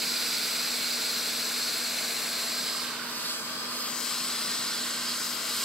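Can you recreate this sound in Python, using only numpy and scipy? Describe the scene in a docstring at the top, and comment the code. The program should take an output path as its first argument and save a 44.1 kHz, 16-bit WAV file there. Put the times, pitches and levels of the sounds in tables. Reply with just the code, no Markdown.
"""At a workshop bench, a gas torch hisses on its stand, is picked up, swung round and aimed at a brass tube.
The jet is turbulent noise coloured by the short pipe of the tip; the flame is a softer, lower band of noise.
A near surface returns an echo whose delay shifts as the torch moves; brief close reflections comb the hiss.
An extractor fan adds a steady rush of air and a few wavering motor tones."""
import sys
import numpy as np
from scipy import signal
from scipy.fft import rfft, irfft
from scipy.io import wavfile
from scipy.ndimage import uniform_filter1d

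SR = 44100
rng = np.random.default_rng(int(sys.argv[2]) if len(sys.argv) > 2 else 0)


def file_out(sig):
    """Save sig as 16-bit WAV at sys.argv[1]."""
    # one column per channel
    cols = np.atleast_2d(sig).T
    # limit, then scale
    lim = np.clip(cols, -1, 1)
    pcm = np.round(lim * 32767).astype(np.int16)
    wavfile.write(sys.argv[1], SR, pcm)


N = 248988

# motion of the torch; pose 0 on the stand, 1 aimed, 2 turned away (clipped to 0-2): time_s, left_lead_ms, pose
TORCH_PATH = [(2.1, -0.006, 0.027), (2.7, -0.014, 0.41), (2.89, -0.02, 2.3), (3.08, 0.081, 2.1),
              (3.57, 0.13, 1.2), (4.03, 0.025, 1.13), (4.6, 0.034, 0.75), (5.4, 0.018, 1.2)]
# hiss at 3-5.6 kHz and above, before spreading, flares and flutter: time_s, level_db, treble_db
HISS_LEVELS = [(0, -31.5, -34), (0.55, -31.6, -34), (2.0, -34, -34.5), (2.45, -34, -35), (2.68, -33, -36),
               (2.75, -34.5, -36.5), (2.87, -36.5, -38.5), (2.98, -40, -43), (3.1, -39.5, -41),
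               (3.31, -33.5, -37), (3.42, -41.5, -40), (3.53, -37, -41), (3.64, -37.5, -41.5),
               (3.82, -36, -37.5), (3.9, -37.3, -36.5), (4.01, -38.8, -34), (4.08, -34.5, -34.5),
               (4.3, -34.5, -35), (4.55, -34, -34.5), (4.8, -34, -35.5), (5.05, -34.5, -35.5),
               (5.25, -34.5, -34), (5.37, -35.5, -37.5), (5.5, -33.5, -34.5), (5.65, -33, -33)]
# left-right imbalance that the hiss approaches at the shortest waves: time_s, left_minus_right_db
TREBLE_BEAM = [(2.55, 0), (2.84, -5.5), (3.25, 0.5), (3.8, -2.5), (3.94, 10), (4.12, 6), (4.3, 2),
               (4.62, 4), (4.77, -1.5), (4.95, 2.5), (5.12, 0), (5.24, 3), (5.35, 10), (5.6, -1)]
# relative spectral density of the jet in each pose: frequency_hz, density_db
JET_STAND_SPECTRUM = [(1400, -21), (1850, -10.5), (2250, -4), (2730, -5), (3050, -6.5), (3400, -4),
                      (4190, -0.5), (4350, -2.5), (5150, -7), (5500, -7), (6670, -12.5), (7800, -10),
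                      (9110, -15), (11060, -18), (11960, -11.5), (12550, -16.5), (13300, -16),
                      (14530, -22.5), (15700, -16.0)]
JET_AIMED_SPECTRUM = [(1400, -17), (1850, -7), (2520, -5), (3310, 1.5), (3580, -2), (4350, 1), (4700, -4),
                      (4890, 1.5), (5400, -5), (6170, -9.5), (7200, -9), (7700, -11), (8110, -7.5),
                      (8700, -11.5), (11060, -16), (11960, -9), (15100, -24), (15700, -11)]
JET_AWAY_SPECTRUM = [(1400, -16), (1850, -7), (3070, 3), (3190, -1.5), (3870, 5), (5080, -0.5), (7800, -12),
                     (8110, -6.5), (8430, -10.5), (10240, -12), (10640, -16), (11960, -8), (14530, -20),
                     (15700, -13)]
# gliding resonances and hollows of the hiss; where start_s exceeds end_s the lift acts with reversed sign:
# start_s, end_s, first_hz, last_hz, width_hz, left_lift_db, right_lift_db
JET_RESONANCES = [(-1, 1.15, 4740, 4750, 170, 0.5, 7.5), (-1, 1.2, 4400, 4600, 160, -4, -3.5),
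                  (0.5, 2.58, 4160, 4120, 180, 2, 1), (-0.5, 2.56, 2050, 2160, 350, -1.5, -1.5),
                  (0.5, 2.7, 7600, 7600, 260, 4.5, -6), (2.57, 2.84, 4600, 5600, 340, 4, 3.5),
                  (3, 3.05, 4250, 4400, 380, -7, -2), (4, 2.85, 11900, 11100, 440, 7, 5),
                  (2.95, 3.42, 4300, 4800, 1500, -3, 1), (3, 3.25, 2550, 2700, 580, 2, 3.5),
                  (3, 3.12, 6000, 6300, 260, -9, -8), (4, 4.07, 4500, 4500, 1500, 2, -2.5),
                  (5, 5.3, 3500, 3700, 230, -2, -2.5), (3.4, 3.97, 4300, 4150, 380, -2, -2),
                  (3, 3.93, 4800, 5000, 470, 2.5, 2.5), (3, 4, 6300, 6500, 250, 4.5, 7),
                  (1.5, 3.7, 6800, 7950, 280, 3.5, 1.5), (3, 4.5, 6750, 7100, 500, -1, -7),
                  (4, 4.1, 10800, 10800, 600, 0, -4), (4.5, 4.5, 4150, 2600, 250, 3, 4),
                  (4.65, 5.1, 4300, 4550, 230, -0.5, 3), (5, 7, 6460, 6460, 100, 5, 3)]
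# brief swells and dips of part of the hiss, near 4.6 kHz or in the top of the treble:
# centre_s, half_length_s, frequency_hz, width_hz, lift_db
JET_FLARES = [(1.07, 0.036, 4550, 1200, 2.5), (1.68, 0.04, 4530, 1200, 4), (2.66, .045, 4600, 900, 0.5),
              (4.3, 0.13, 12300, 3500, 0), (5.11, 0.028, 4600, 1200, 4), (5.1, .16, 12000, 3500, -1.5)]
# echo of the jet off a near surface: time_s, delay_ms, strength (pressure ratio)
SURFACE_ECHO = [(2.6, 5, .18), (2.9, 5.15, 0.28), (3.2, 5.15, 0.44), (3.35, 5.02, 0.6), (3.5, 5.08, .25),
                (3.75, 5.06, .5), (3.9, 4.98, .25), (4.15, 4.89, .4), (4.4, 4.85, 0.26), (4.7, 4.93, .33),
                (5.0, 5.1, .3), (5.35, 5.05, .35), (5.65, 4.97, 0.31)]
# diffuse sound at the bench by pitch, before the pose scales it: frequency_hz, diffuse_db
DIFFUSE_COLOUR = [(1750, 2), (2150, -3), (2800, -3.5), (3250, 3.5), (3650, -4), (4300, 2), (5700, -0.5),
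                  (6800, 2.5), (7450, 2.5), (8250, 8), (9200, -2), (10200, 2.5), (15000, 7)]
# brief reflections off something close, such as the tube:
# start_s, end_s, first_delay_ms, last_delay_ms, strength (pressure ratio)
CLOSE_REFLECTIONS = [(3.28, 3.7, 1.26, 1.2, 0.16), (3.92, 4.05, 1.05, 0.97, 0.27),
                     (4.12, 4.22, .78, .72, 0.24)]
# relative spectral density of the flame in each pose: frequency_hz, density_db
FLAME_STAND_SPECTRUM = [(330, -37), (455, -2), (540, -14.5), (680, -6), (760, -11.5), (900, -15.5),
                        (1050, -4.5), (1200, -5.5), (1450, 0), (1630, -1), (1800, -7.5), (2100, -36)]
FLAME_AIMED_SPECTRUM = [(760, -11), (880, -22.5), (1000, 0.5), (1220, 1), (1350, -0.5), (1450, 1),
                        (1590, 2), (1720, -17), (2000, -19)]
FLAME_AWAY_SPECTRUM = [(740, -26), (860, -17), (960, -2.5), (1180, -3.5), (1330, -2.5), (1450, -1),
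                       (1570, -2), (1680, -5), (2000, -19)]
# resonances and hollows of the roar as the flame passes the bench and the body:
# start_s, end_s, first_hz, last_hz, width_hz, lift_db
FLAME_RESONANCES = [(1.8, 3.4, 620, 650, 130, 5.5), (2, 2.9, 1400, 1470, 79, -7.5),
                    (1, 2.75, 820, 860, 100, -3), (-0.5, 1.2, 1420, 1430, 88, 3),
                    (2.55, 3.4, 1610, 1430, 90, 3.5), (3, 3.3, 920, 1000, 150, 3),
                    (3.5, 3.9, 1350, 1460, 120, -3), (3, 3.9, 1140, 1220, 100, 5),
                    (4, 4.7, 1170, 1400, 72, 4), (5.02, 5.4, 1350, 1410, 81, 4)]
# correlation of the roar at the two microphones: frequency_hz, correlation (0-1)
FLAME_CORRELATION = [(450, 1), (700, 0.9), (1000, 0.74), (1300, 0.75), (1700, 0.59)]
# relative spectral density of the fan's air noise: frequency_hz, density_db
FAN_SPECTRUM = [(20, -23), (60, -13.5), (110, -11), (150, -5), (215, 2), (260, -1.5), (285, -6), (380, -3),
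                (450, 2.5), (540, -3.5), (650, 1), (745, -9.5), (820, -1), (2000, -21.5)]
# correlation of the air noise at the two microphones: frequency_hz, correlation (0-1)
FAN_CORRELATION = [(30, .82), (70, 0.76), (140, 0.93), (300, 0.89), (800, 0.72)]
# tones of the fan motor: frequency_hz, level_db
MOTOR_TONES = [(241.8, -50.5), (301, -60.5), (325, -60)]

FRAME, HOP = 2048, 512  # samples
TIME = np.arange(N) / SR
FRAME_TIME = np.arange(-(-N // HOP) + 1) * HOP / SR
HZ = np.fft.rfftfreq(FRAME, 1 / SR)[:, None]
TURN_PER_MS = 2j * np.pi * HZ / 1000  # phase turned by each ms of delay
SIDE = np.array([1, -1])[:, None, None]  # left, right

# share of power that arrives directly while the tip faces the microphones
DIRECT_SHARE = 0.94
# below this treble level the tip points away; slope 1.9 makes the direct power fall 0.95 dB per treble dB
FACING_TREBLE_DB, DIRECT_LOSS = -36, 1.9
LIFTED_S, NEW_CLUTTER_S = 2.55, 0.452  # from the lift on, the small reflections renew themselves this often
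ROAR_DB, ROAR_HAND_DB = -42.5, 0.8  # base level of the roar at 0.9-1.8 kHz; rise in the hand
SWEEP_AT_S, SWEEP_S, SWEEP_DB = 2.9, 0.32, 0.9  # the flame roars up as it is swept off the stand
FAN_DB = -46.5  # rms level of the air noise


def amp(db):
    """Logarithmic level: decibels to a pressure ratio."""
    return 10 ** (np.asarray(db) / 20)


def unit(x):
    """Normalisation of mean power: scales to an rms of 1."""
    return x / np.sqrt(np.mean(x ** 2) + 1e-20)


def spectra(x):
    """Short-time Fourier analysis into bins x frames."""
    return signal.stft(x, nperseg=FRAME, noverlap=FRAME - HOP)[2]


def sound(z):
    """Overlap-add synthesis of short-time spectra into samples."""
    return signal.istft(z, nperseg=FRAME, noverlap=FRAME - HOP)[1][..., :N]


def controls(rows):
    """Linear interpolation in time: each column of a curve, read once a frame."""
    s, *columns = np.transpose(rows)
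    return [np.interp(FRAME_TIME, s, column) for column in columns]


def colour(points):
    """Interpolation over logarithmic frequency, read at every bin."""
    hz, value = np.transpose(points)
    return np.interp(np.log(HZ + 1), np.log(hz), value)


def shape(points):
    """Band-limited spectrum in dB, falling 20 dB per octave beyond its ends."""
    inside = np.clip(HZ + 1, points[0][0], points[-1][0])
    octaves_outside = abs(np.log2((HZ + 1) / inside))
    return colour(points) - 20 * octaves_outside


def band_rms(gain, lo_hz, hi_hz):
    """Parseval's principle: rms that unit white noise has inside a band after this gain."""
    in_band = (HZ > lo_hz) * (HZ < hi_hz)
    return np.sqrt(np.mean(gain ** 2 * in_band, axis=-2, keepdims=True))


def drift(rate_hz):
    """Slow random fluctuation: band-limited noise of rms 1, up to about this rate."""
    hz = np.fft.rfftfreq(N, 1 / SR)
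    band = hz / (hz + 2) / (1 + (hz / rate_hz) ** 2)
    return unit(irfft(rfft(rng.standard_normal(N)) * band, N))


def noise_pair(correlation):
    """Partial coherence: a sum and difference of two white noises set the likeness at two microphones."""
    common, apart = spectra(rng.standard_normal((2, N)))
    correlation = np.clip(correlation, -1, 1)
    return np.sqrt((1 + correlation) / 2) * common + SIDE * np.sqrt((1 - correlation) / 2) * apart


def pose_shares():
    """Linear crossfade: shares of stand, aimed and turned away in each frame; they sum to 1."""
    pose = np.clip(controls(TORCH_PATH)[-1], 0, 2)
    return [np.maximum(1 - abs(pose - k), 0) for k in range(3)]


def posed(*tables):
    """Directivity of a source: its spectrum in dB glides from pose to pose."""
    return sum(share * shape(table) for share, table in zip(pose_shares(), tables))


def presence(start, end, fade_s):
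    """Smooth gating: a window with tanh flanks, negative if start follows end."""
    return (np.tanh((FRAME_TIME - start) / fade_s) - np.tanh((FRAME_TIME - end) / fade_s)) / 2


def resonance(start, end, first_hz, last_hz, width, fade_s):
    """Gliding resonance: a gated bell curve over frequency whose centre moves between two pitches."""
    hz = np.interp(FRAME_TIME, [start, end], [first_hz, last_hz])
    return presence(start, end, fade_s) / (1 + (2 * (HZ - hz) / width) ** 2)


def eddies(size=70):
    """Turbulence: random patches of rms 1, a frame or two long and a kilohertz or two wide."""
    field = rng.standard_normal((len(HZ), len(FRAME_TIME)))
    field = uniform_filter1d(field, size, axis=0, mode="wrap")
    return unit(uniform_filter1d(field, 2, axis=1))


def jet_colour(round_trip_ms=0.3233, end_reflection=0.35, fade_s=0.036, eddy_db=0.8):
    """Quarter-wave pipe: the tip lifts its odd harmonics in a hiss coloured by pose and turbulence."""
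    db = posed(JET_STAND_SPECTRUM, JET_AIMED_SPECTRUM, JET_AWAY_SPECTRUM) + eddy_db * eddies()
    for *path, left_db, right_db in JET_RESONANCES:
        lift_db = np.reshape([left_db, right_db], SIDE.shape)
        db = db + lift_db * resonance(*path, fade_s)
    pipe = 1 / abs(1 + end_reflection * np.exp(-TURN_PER_MS * round_trip_ms))
    return amp(db) * pipe


def clutter(x, t60=0.067):
    """Exponential decay: many small reflections off the bench and tools, different at each microphone."""
    t = TIME[:SR // 5]
    tail = rng.standard_normal((2, len(t))) * amp(-60 * t / t60)
    tail = tail / np.linalg.norm(tail[0])
    return spectra(signal.fftconvolve(x[None], tail, axes=1)[:, :N])


def arrival(scatter=0.43, soak_hz=8000, spacing_ms=0.11):
    """Superposition of paths: direct, one echo, scattered and diffuse jet noise at two close microphones."""
    lead_ms = controls(TORCH_PATH)[0]
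    echo_ms, echo = controls(SURFACE_ECHO)
    treble_db = controls(HISS_LEVELS)[1]
    turned_db = np.minimum(treble_db - FACING_TREBLE_DB, 0)
    direct = np.clip(DIRECT_SHARE * amp(DIRECT_LOSS * turned_db), 0, 1)
    away = pose_shares()[2]
    gas = rng.standard_normal(N)
    near = spectra(gas) * np.exp(SIDE * TURN_PER_MS * lead_ms / 2)
    straight = near * (np.sqrt(direct) + echo * np.exp(-TURN_PER_MS * echo_ms))
    # the clutter swallows the shortest waves
    scatter = scatter / np.sqrt(1 + (HZ / soak_hz) ** 2)
    early = scatter * moving_clutter(gas)
    # sound from all sides is alike at both microphones only for waves much longer than their spacing
    late = np.sqrt(1 - direct) * noise_pair(np.sinc(TURN_PER_MS.imag * spacing_ms / np.pi))
    wet = amp((1.5 - away) * colour(DIFFUSE_COLOUR))
    power = direct + echo ** 2 + wet ** 2 * (scatter ** 2 + 1 - direct)
    return (straight + wet * (early + late)) / np.sqrt(power)


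def jet(flutter_db=0.25, flutter_hz=20, spread=0.63, spread_hz=3000, shadow_hz=5200):
    """Jet noise and directivity: the treble is beamed and fades when the tip turns away."""
    level_db, treble_db = controls(HISS_LEVELS)
    pan_db, = controls(TREBLE_BEAM)
    gain = jet_colour()
    gain = gain / band_rms(gain, 3000, 5600).mean(0)
    beamed = .5 + .5 * np.tanh((HZ - 5500) / 500)
    treble_gain = amp(treble_db - level_db) / band_rms(gain, 5600, 15700).mean(0)
    gain = gain * treble_gain ** beamed
    # the low end of the hiss spreads all round, so it follows the aim less
    all_round = spread / (1 + (HZ / spread_hz) ** 8)
    steadied_db = level_db + all_round * (np.median(level_db) - level_db)
    gain = gain * amp(steadied_db + flares())
    # only short waves are shaded from one microphone
    shadow = amp(SIDE * pan_db / 2 / (1 + (shadow_hz / (HZ + 1)) ** 4))
    shadow = shadow / np.sqrt(np.mean(shadow ** 2, axis=0))
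    hiss = sound(arrival() * glances() * gain * shadow)
    return hiss * amp(flutter_db * drift(flutter_hz))


def flame(flicker_db=0.32, flicker_hz=10, fade_s=0.052):
    """Combustion noise: a soft, wide roar that swells and turns hollow as the flame swings away."""
    in_hand = 1 - pose_shares()[0]
    sweep = np.exp(-((FRAME_TIME - SWEEP_AT_S) / SWEEP_S) ** 4)
    roar_db = ROAR_DB + ROAR_HAND_DB * in_hand + SWEEP_DB * sweep
    rings_db = sum(db * resonance(*path, fade_s) for *path, db in FLAME_RESONANCES)
    gain = amp(posed(FLAME_STAND_SPECTRUM, FLAME_AIMED_SPECTRUM, FLAME_AWAY_SPECTRUM) + rings_db)
    gain = gain / band_rms(gain, 900, 1800)
    roar = sound(noise_pair(colour(FLAME_CORRELATION)) * gain * amp(roar_db))
    return roar * amp(flicker_db * drift(flicker_hz))


def fan(waver=0.14, waver_hz=3, wander=0.21):
    """Flow noise and motor tones: steady shaped noise with sines that waver in strength and phase (rad)."""
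    air = noise_pair(colour(FAN_CORRELATION)) * amp(shape(FAN_SPECTRUM))
    rush = amp(FAN_DB) * unit(sound(air))
    hum = np.zeros(N)
    for hz, db in MOTOR_TONES:
        tone = np.sin(2 * np.pi * hz * TIME + wander * drift(waver_hz))
        hum += amp(db) * unit(tone * (1 + waver * drift(waver_hz)))
    return rush + hum


def flares():
    """Transient change of level in a band: bells in time and frequency, summed in dB."""
    return sum(db * np.exp(-((FRAME_TIME - s) / half_s) ** 2) / (1 + (2 * (HZ - hz) / width) ** 2)
               for s, half_s, hz, width, db in JET_FLARES)


def moving_clutter(gas, count=8):
    """Position-dependent scattering: one set of reflections on the stand, then one after another in travel."""
    step = np.clip((FRAME_TIME - LIFTED_S) / NEW_CLUTTER_S, 0, count - 1)
    return sum(np.sqrt(np.maximum(1 - abs(step - k), 0)) * clutter(gas) for k in range(count))


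def glances(fade_s=.03):
    """Comb filtering: a close reflection of gliding delay interferes with the hiss."""
    comb = 1
    for start, end, first_ms, last_ms, strength in CLOSE_REFLECTIONS:
        delay_ms = np.interp(FRAME_TIME, [start, end], [first_ms, last_ms])
        echo = strength * presence(start, end, fade_s)
        comb = comb * (1 + echo * np.exp(-TURN_PER_MS * delay_ms)) / np.sqrt(1 + echo ** 2)
    return comb


def scene():
    """Linear superposition of jet, flame and fan."""
    return jet() + flame() + fan()


def record(dry, notch_hz=14800, notch_depth=0.35, edge_hz=15740):
    """Linear filtering: a narrow dip of the microphone ports, then a steep upper band limit."""
    notched = signal.lfilter(*signal.iirnotch(notch_hz, 25, SR), dry)
    dipped = dry + notch_depth * (notched - dry)
    taps = signal.firwin(511, edge_hz, window=("kaiser", 9), fs=SR)
    return signal.oaconvolve(dipped, taps[None], "same")


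dry = scene()
out = record(dry)
file_out(out)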